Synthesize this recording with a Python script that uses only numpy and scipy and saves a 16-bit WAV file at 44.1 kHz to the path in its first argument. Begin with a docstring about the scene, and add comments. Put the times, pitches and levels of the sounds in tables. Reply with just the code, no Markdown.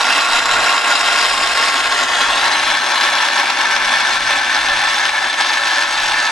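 """A hand-held gas torch hisses and roars in a workshop, its turbulent flame fluttering and spitting.
After about two seconds it is lowered onto a copper strip on a soldering block: nearby surfaces colour
the flame differently, the bands of the hiss slide down and an echo off the block sweeps through.
Underneath lie room rumble, a faint hum, soft bumps on the moving microphones and a low drone."""
import sys
import numpy as np
from scipy import signal
from scipy.fft import rfft, irfft, next_fast_len
from scipy.io import wavfile
from scipy.ndimage import uniform_filter1d, minimum_filter1d, map_coordinates

SR = 44100
rng = np.random.default_rng(int(sys.argv[2]) if len(sys.argv) > 2 else 0)


def file_out(sig):
    """Save sig as 16-bit WAV at sys.argv[1]."""
    # one column per channel
    cols = np.atleast_2d(sig).T
    # limit, then scale
    lim = np.clip(cols, -1, 1)
    pcm = np.round(lim * 32767).astype(np.int16)
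    wavfile.write(sys.argv[1], SR, pcm)


N = 278271
TIME_S = np.arange(N) / SR


def amp(db):
    """Decibels to gain."""
    return 10 ** (np.asarray(db) / 20)


def unit(x):
    """Scaled to rms 1."""
    return x / np.sqrt(np.mean(x ** 2) + 1e-20)


def along(points, hz):
    """(frequency [Hz], value) points read on a log axis."""
    f, v = np.transpose(points)
    return np.interp(np.log(hz + 1), np.log(f + 1), v)


def curves(rows):
    """One value per sample for each column after the time."""
    times_s, *columns = np.transpose(rows)
    return [np.interp(TIME_S, times_s, column) for column in columns]


def wobble(knots_per_s):
    """Smooth random curve."""
    knots = rng.standard_normal(N // 8)
    return map_coordinates(knots, [TIME_S * knots_per_s], mode="mirror")


def swell(t, at_s, length_s):
    """Bell in time: peak 1, length_s wide at half height."""
    return .5 ** ((2 * (t - at_s) / length_s) ** 2)


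def band_db(hz, centre_hz, width_hz, db):
    """Bell-shaped peak or notch."""
    return db * np.exp(-2 * ((hz - centre_hz) / width_hz) ** 2)


def lowpass(hz, corner_hz):
    """Fourth-order low-pass gain."""
    return 1 / (1 + (hz / corner_hz) ** 4)


def filtered(x, response):
    """x through a complex frequency response."""
    size = 2 * next_fast_len((N + SR // 2) // 2)
    return irfft(rfft(x, size) * response(np.fft.rfftfreq(size, 1 / SR)), size)[..., :N]


def colour(spectrum, peaks, hz):
    """Minimum-phase response of a spectrum with resonances."""
    gain = amp(along(spectrum, hz) + sum(band_db(hz, *peak) for peak in peaks))
    # white noise of rms 1 gives a roar of rms 1 between 500 and 2500 Hz
    gain /= np.sqrt(np.mean(gain ** 2 * ((hz > 500) & (hz < 2500))))
    cepstrum = irfft(np.log(gain + 1e-6))
    half = len(cepstrum) // 2
    return np.exp(rfft(np.r_[cepstrum[0], 2 * cepstrum[1:half], np.zeros(half)]))


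# sharpest spits: (time [s], level re jet rms [dB])
SPITS = [(.457, 27), (.556, 15), (.782, 6), (.915, 21), (.954, 29), (1.009, 21), (1.175, 17), (1.229, 18),
         (1.301, 9), (1.339, 17), (2.210, 19), (2.702, 18), (3.153, 23), (3.179, 14), (3.212, 20),
         (3.502, 27), (3.710, 22), (4.319, 7), (5.093, 24.5), (5.342, 23), (5.410, 22), (5.539, 22),
         (5.580, 12), (6.135, 20), (6.253, 23)]


def turbulence(flutter_db=.21, sputter_db=2, pops_per_s=150, pop_db=15, puff_db=-19, puff_s=.0035):
    """Jet noise: eddies flutter it, gas pockets go off as one-sided pops, spits trail a brief puff."""
    eddies = amp(flutter_db * wobble(45) + sputter_db * wobble(330))
    pops = (rng.random(N) < pops_per_s / SR) * amp(pop_db + 2 * rng.standard_normal(N))
    jet = unit(eddies * (rng.standard_normal(N) + pops))
    t = np.arange(SR // 50) / SR
    pop = t == 0
    for at_s, db in SPITS:
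        puff = amp(puff_db) * np.exp(-t / puff_s) * rng.standard_normal(len(t))
        jet[round(at_s * SR):][:len(t)] += amp(db) * (pop + puff)
    return jet


def small_eddies(x, depth_db=2.5):
    """Small eddies swell independently, each in its own band, for some milliseconds."""
    spectra = signal.stft(x, nperseg=128)[2]
    patches = uniform_filter1d(rng.standard_normal(spectra.shape), size=4, axis=0)
    patches = uniform_filter1d(patches, size=9, axis=1)
    spectra *= amp(depth_db * np.tanh(unit(patches)))
    return unit(signal.istft(spectra, nperseg=128)[1][:N])


# flame trend: (time [s], relative roar [dB], relative hiss [dB])
FLAME_TREND = [(0, -16.5, -16), (.5, -15, -16.5), (1.2, -17, -17), (1.9, -16, -17), (2.4, -15.5, -17.5),
               (3.7, -16, -19.5), (4.85, -17, -19.5), (5.2, -17, -19.5), (6.31, -18, -20)]
# flame falters: (time [s], length [s], roar dip [dB])
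FALTERS = [(.038, 0.018, 2), (.245, 0.076, 3), (.432, 0.055, 3.5), (.475, 0.018, 3), (.81, 0.03, 4.5),
           (1.36, 0.014, 3.5), (1.547, 0.011, 3), (1.724, 0.042, 3), (1.822, 0.017, 3.5),
           (1.887, 0.025, 5.5), (2.067, 0.038, 4), (2.795, 0.067, 2.5), (2.85, 0.024, 1.5),
           (3.314, 0.047, 2), (3.542, .033, 2.5), (3.685, 0.015, 3), (3.794, 0.017, 1.5),
           (4.19, 0.022, 4.5), (4.251, 0.038, 2.5), (4.429, 0.031, 3), (5.115, 0.044, 4), (5.2, 0.05, 2.3),
           (5.317, 0.048, 4), (5.362, 0.023, 5), (5.597, 0.04, 1.5), (5.877, 0.041, 3)]
# flame surges: (time [s], length [s], roar rise [dB])
FLARES = [(.175, 0.033, 2), (.387, .02, 1.5), (.458, 0.007, -0.5), (.623, 0.14, 0.4), (1.149, .11, 1.9),
          (1.58, .025, 2.5), (1.626, 0.034, 2), (2.031, 0.022, 2), (2.214, .033, 2), (2.452, 0.076, 1),
          (2.696, .039, 1), (3.053, 0.096, 1.4), (3.393, .027, 2.5), (3.908, 0.073, 2), (4.149, .048, 0.8),
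          (4.804, 0.18, 0.9), (5.404, 0.026, 4.5), (5.776, 0.18, 1), (6.225, .22, 0.5)]


def flame_levels_db(drift_db=.39, hiss_db_per_roar_db=1.05):
    """Roar and hiss decline slowly; the flame briefly falters and flares."""
    roar_db, hiss_db = curves(FLAME_TREND)
    swells_db = lambda rows: sum(db * swell(TIME_S, at_s, length_s) for at_s, length_s, db in rows)
    unrest_db = swells_db(FLARES) - swells_db(FALTERS)
    roar_db += unrest_db - drift_db * wobble(16)
    hiss_db += hiss_db_per_roar_db * unrest_db - drift_db * wobble(13)
    return roar_db, hiss_db


# flame's travel onto the block: (time [s], share [0-1])
LOWERING = [(0, 0), (1.3, 0.02), (2.1, 0.2), (2.4, 0.4), (2.7, 0.9), (6.31, 0.98)]
# flame spectra in air and on the block: (frequency [Hz], relative density [dB])
AIR_SPECTRUM = [(60, -70), (150, -49), (230, -14), (400, -12.5), (600, -3.5), (800, -1.7), (1700, 0.5),
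                (2300, -2), (4200, -6), (7500, -16.5), (10000, -22.5), (12000, -34), (15500, -48)]
BLOCK_SPECTRUM = [(60, -66), (150, -40), (230, -9.5), (400, -11.5), (600, -5.5), (800, -1.5), (1700, 0),
                  (2300, -0.2), (4200, -0.73), (7500, -17), (10000, -24), (12000, -30), (15500, -43)]
# their resonances and notches: (centre [Hz], width [Hz], gain [dB])
AIR_PEAKS = [(543, 20, -7.5), (718, 50, 4.5), (824, 46, 4.5), (933, 34, 7.5), (990, 39, -3),
             (1100, 90, 9.5), (1262, 89, -2), (1400, 84, 8), (1520, 60, -4.5), (1617, 67, 4),
             (1745, 43, -3), (1842, 84, 3), (2064, 31, 3), (2337, 113, -3), (2565, 68, 4), (2720, 84, 4.5),
             (2900, 84, -3.5), (3134, 79, 2), (3215, 70, -5.5), (3416, 84, 2), (3504, 72, -4.5),
             (3650, 90, 3), (4070, 133, 4), (4240, 80, -3), (4486, 96, -4), (5030, 216, 1), (5517, 121, 3)]
BLOCK_PEAKS = [(455, 38, -7.5), (531, 28, -6.5), (572, 20, 8.5), (835, 120, 7), (961, 81, 5),
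               (1084, 65, 5.5), (1340, 90, 6), (1536, 76, 10), (1741, 160, 12.5), (2063, 34, 3),
               (2188, 31, 9.5), (2335, 40, 7.5), (2548, 30, 3.5), (2727, 30, 3), (3106, 86, -3),
               (3530, 125, 6.5), (4200, 500, -1.5), (5640, 221, 3), (6448, 742, 3), (8936, 1168, 3.5)]


def torch(split_hz=2400, roar_trim_db=.49, hiss_trim_db=1.5, block_hiss_db=.93, flicker_db=.2,
          steady_share=.52):
    """The flame's roar and hiss, coloured by the place where it burns."""
    roar_db, hiss_db = flame_levels_db()
    jet = turbulence()
    # the roar's large eddies burn more evenly than the hiss's small ones
    body = np.sqrt(1 - steady_share) * jet + np.sqrt(steady_share) * rng.standard_normal(N)
    roar = amp(roar_db + roar_trim_db) * filtered(body, lambda hz: lowpass(hz, split_hz))
    hiss_gain = amp(hiss_db + hiss_trim_db + flicker_db * wobble(36))
    hiss = hiss_gain * filtered(small_eddies(jet), lambda hz: 1 - lowpass(hz, split_hz))
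    in_air = filtered(roar + hiss, lambda hz: colour(AIR_SPECTRUM, AIR_PEAKS, hz))
    on_block = filtered(roar + amp(block_hiss_db) * hiss,
                        lambda hz: colour(BLOCK_SPECTRUM, BLOCK_PEAKS, hz))
    down = curves(LOWERING)[0]
    return (1 - down) * in_air + down * on_block


# peaks and notches from nearby surfaces: (centre [Hz], width [Hz], gain [dB])
SURFACE_BANDS = [(6150, 380, -5), (7580, 180, -3), (7860, 200, 4.5), (8170, 170, -4), (10750, 310, 3)]
# fall of bands and ripple as the torch nears the block: (time [s], frequency ratio [1])
BAND_SLIDE = [(0, 1), (1.1, 1), (1.6, .99), (1.95, .955), (2.25, .905), (2.6, .88)]
# fine ripple, flatter on the strip: (time [s], depth scale [dB])
RIPPLE_DEPTH = [(0, 1.9), (2.4, 1.9), (3.9, .9)]
# whistles and dull spots as the aim shifts: (time [s], length [s], centre [Hz], width [Hz], gain [dB])
AIM_BANDS = [(.15, .14, 3000, 500, 5), (.57, .62, 7270, 190, 9.5), (1.4, .75, 5020, 200, 4.5),
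             (1.5, .65, 4370, 100, 6), (1.9, .75, 1980, 260, 3.5), (2.05, .5, 6730, 170, 6),
             (2.1, .45, 2300, 200, -4), (2.19, .22, 3300, 200, 4), (2.35, .14, 3830, 220, 4.5),
             (2.8, .6, 4080, 230, 3.5), (2.85, .75, 4520, 170, -6), (3, .55, 5090, 170, -5),
             (3.1, .65, 5600, 150, 1.5), (3.1, .8, 5900, 260, -6)]


def surface_reflections(x, ripple_step_hz=85, ripple_knots_per_s=.68, fade_s=(2.2, 2.6)):
    """Nearby surfaces cut bands into the hiss, which shift with the torch's height and aim."""
    hz, t, spectra = signal.stft(x, SR, nperseg=2048)
    hz = hz[:, None]
    unslid_hz = hz / np.interp(t, *np.transpose(BAND_SLIDE))
    # many weak reflections: a treble ripple that drifts with the hand
    grid = np.broadcast_arrays(unslid_hz / ripple_step_hz, t * ripple_knots_per_s)
    ripple = map_coordinates(rng.standard_normal((512, 32)), grid, mode="mirror")
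    ripple = 1.5 * np.tanh(ripple) * np.clip((hz - 2400) / 1000, 0, 1)
    ripple_db = np.interp(t, *np.transpose(RIPPLE_DEPTH)) * ripple
    fade = np.interp(t, fade_s, [1, 0])  # flame spreads over the strip
    surfaces_db = fade * sum(band_db(unslid_hz, *band) for band in SURFACE_BANDS)
    aim_db = sum(swell(t, at_s, length_s) * band_db(hz, *band) for at_s, length_s, *band in AIM_BANDS)
    return signal.istft(spectra * amp(surfaces_db + aim_db + ripple_db), SR, nperseg=2048)[1][:N]


# room decay: (frequency [Hz], T60 [s])
ROOM_T60 = [(200, .12), (2000, .19), (12000, .09)]
# reverberation re direct sound: (frequency [Hz], level [dB])
ROOM_WET = [(200, -7), (600, -12), (1500, -12.5), (2300, -9), (3500, -8), (7500, -5), (10000, -8),
            (12500, -1.5)]


def workshop_reverb(x, positions=7):
    """Short diffuse tail, different at each microphone and changing as the torch moves."""
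    position = np.linspace(0, positions - 1, N)
    wet = np.zeros((2, N))
    for k in range(positions):
        hz, t, spectra = signal.stft(rng.standard_normal((2, SR // 3)), SR, nperseg=256)
        decay = amp(-60 * t / along(ROOM_T60, hz)[:, None])
        tail = signal.istft(spectra * decay, SR, nperseg=256)[1]
        tail /= np.linalg.norm(tail[0])
        nearness = np.sqrt(np.maximum(0, 1 - np.abs(position - k)))
        wet += signal.oaconvolve((x * nearness)[None], tail, axes=1)[:, :N]
    return filtered(wet, lambda hz: amp(along(ROOM_WET, hz)))


# room and handling noise: (frequency [Hz], relative density [dB])
RUMBLE_SPECTRUM = [(8, 7), (25, 2.5), (45, 3), (90, -3.5), (160, -2), (300, -39), (800, -70)]


def rumble(rest_db=-48.5, settle_db_per_s=1.15, unrest_db=4.5, stereo_spread=1.35,
           move_s=2.4, move_length_s=.33, move_db=6.1):
    """Room and handling rumble: settles as the microphones steady, swells once as they move."""
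    air = rng.standard_normal(N) + stereo_spread * rng.standard_normal((2, N))
    level_db = rest_db - settle_db_per_s * (TIME_S - TIME_S.mean()) - unrest_db * wobble(5.2)
    level_db += move_db * swell(TIME_S, move_s, move_length_s)
    return amp(level_db) * unit(filtered(air, lambda hz: amp(along(RUMBLE_SPECTRUM, hz))))


def wavering_tone(hz, waver_hz=2.21):
    """Sine of rms 1 with wandering pitch."""
    return np.sqrt(2) * np.sin(2 * np.pi * np.cumsum(hz + waver_hz * wobble(8)) / SR)


# room hum: (frequency [Hz], level [dB])
HUM_PARTIALS = [(145.3, -61.5), (290.7, -57)]


def hum(waver_db=4.3):
    """Faint, unsteady hum in the room: two tones an octave apart."""
    return sum(amp(db + waver_db * wobble(8.1)) * wavering_tone(hz) for hz, db in HUM_PARTIALS)


# nudges: (time [s], envelope peak [dB])
BUMPS = [(.36, -34), (3.85, -44)]


def bumps(half_length_s=.043, rock_hz=14):
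    """Each nudge to the microphones makes one soft, very low pulse."""
    pulse = lambda t: np.exp(-(t / half_length_s) ** 2) * np.sin(2 * np.pi * rock_hz * t)
    return sum(amp(db) * pulse(TIME_S - at_s) for at_s, db in BUMPS)


# drone swells: (time [s], length [s], frequency [Hz], level [dB])
DRONE_SWELLS = [(1.105, 0.29, 51, -47), (1.42, 0.57, 54.3, -48.5), (4.48, 0.34, 56, -54),
                (4.69, .17, 50.7, -45)]


def drone():
    """A low tone swells and fades."""
    return sum(amp(db) * swell(TIME_S, at_s, length_s) * wavering_tone(hz)
               for at_s, length_s, hz, db in DRONE_SWELLS)


# echo as the flame swings in: (time [s], length [s], start delay [ms], end delay [ms], peak gain [1])
SWING_ECHO = (2.34, .36, 1.26, 1.0, .62)


def block_echo(x, low_hz=2600, high_hz=6500):
    """A passing echo off the block shortens, sweeping a comb upward through the hiss."""
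    at_s, length_s, start_ms, end_ms, gain = SWING_ECHO
    delay_ms = np.interp(TIME_S, [at_s - length_s / 2, at_s + length_s / 2], [start_ms, end_ms])
    treble = filtered(x, lambda hz: lowpass(hz, high_hz) - lowpass(hz, low_hz))
    echo = map_coordinates(treble, [np.arange(N) - delay_ms * SR / 1000], order=3)
    return x + gain * swell(TIME_S, at_s, length_s) * echo


# stereo phase, flame in air and on the block: (frequency [Hz], left lead [rad])
AIR_PHASE = [(200, 0.3), (520, 0.38), (1300, 0.2), (2700, 0.88), (3800, -0.8), (5500, 0.2), (11000, 0.3)]
BLOCK_PHASE = [(200, 0.0074), (520, 0.37), (1000, 0.34), (2050, 0.88), (2900, -0.79), (4200, 0.69),
               (5800, 0.54), (10500, 0.68), (12500, 1.9)]


def direct_path(flame):
    """The flame reaches two microphones slightly out of step; the phase changes as it swings in."""
    heard = lambda lead: filtered(flame, lambda hz: np.exp(.5j * np.outer([1, -1], along(lead, hz))))
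    at_s, length_s = SWING_ECHO[:2]
    swung = np.interp(TIME_S, [at_s - length_s / 2, at_s + length_s / 2], [0, 1])
    return (1 - swung) * heard(AIR_PHASE) + swung * heard(BLOCK_PHASE)


# torch drifts left on the way down: (time [s], left minus right [dB])
BALANCE = [(0, -.6), (1.2, .1), (2.25, .3), (2.7, 1.6), (5.4, 1.6), (6.31, 1.2)]


def scene():
    """Torch and room in stereo over the low background."""
    flame = block_echo(surface_reflections(torch()))
    in_room = direct_path(flame) + workshop_reverb(flame)
    balance_db = curves(BALANCE)[0]
    return in_room * amp([balance_db / 2, -balance_db / 2]) + rumble() + drone() + hum() + bumps()


def record(dry, top_hz=15800, window_samples=129):
    """Peak limiter at full scale, then a band limit."""
    needed_gain = 1 / np.maximum(1, np.abs(dry).max(axis=0))
    gain = uniform_filter1d(minimum_filter1d(needed_gain, window_samples), window_samples)
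    return filtered(dry * gain, lambda hz: hz < top_hz)


dry = scene()
out = record(dry)
file_out(out)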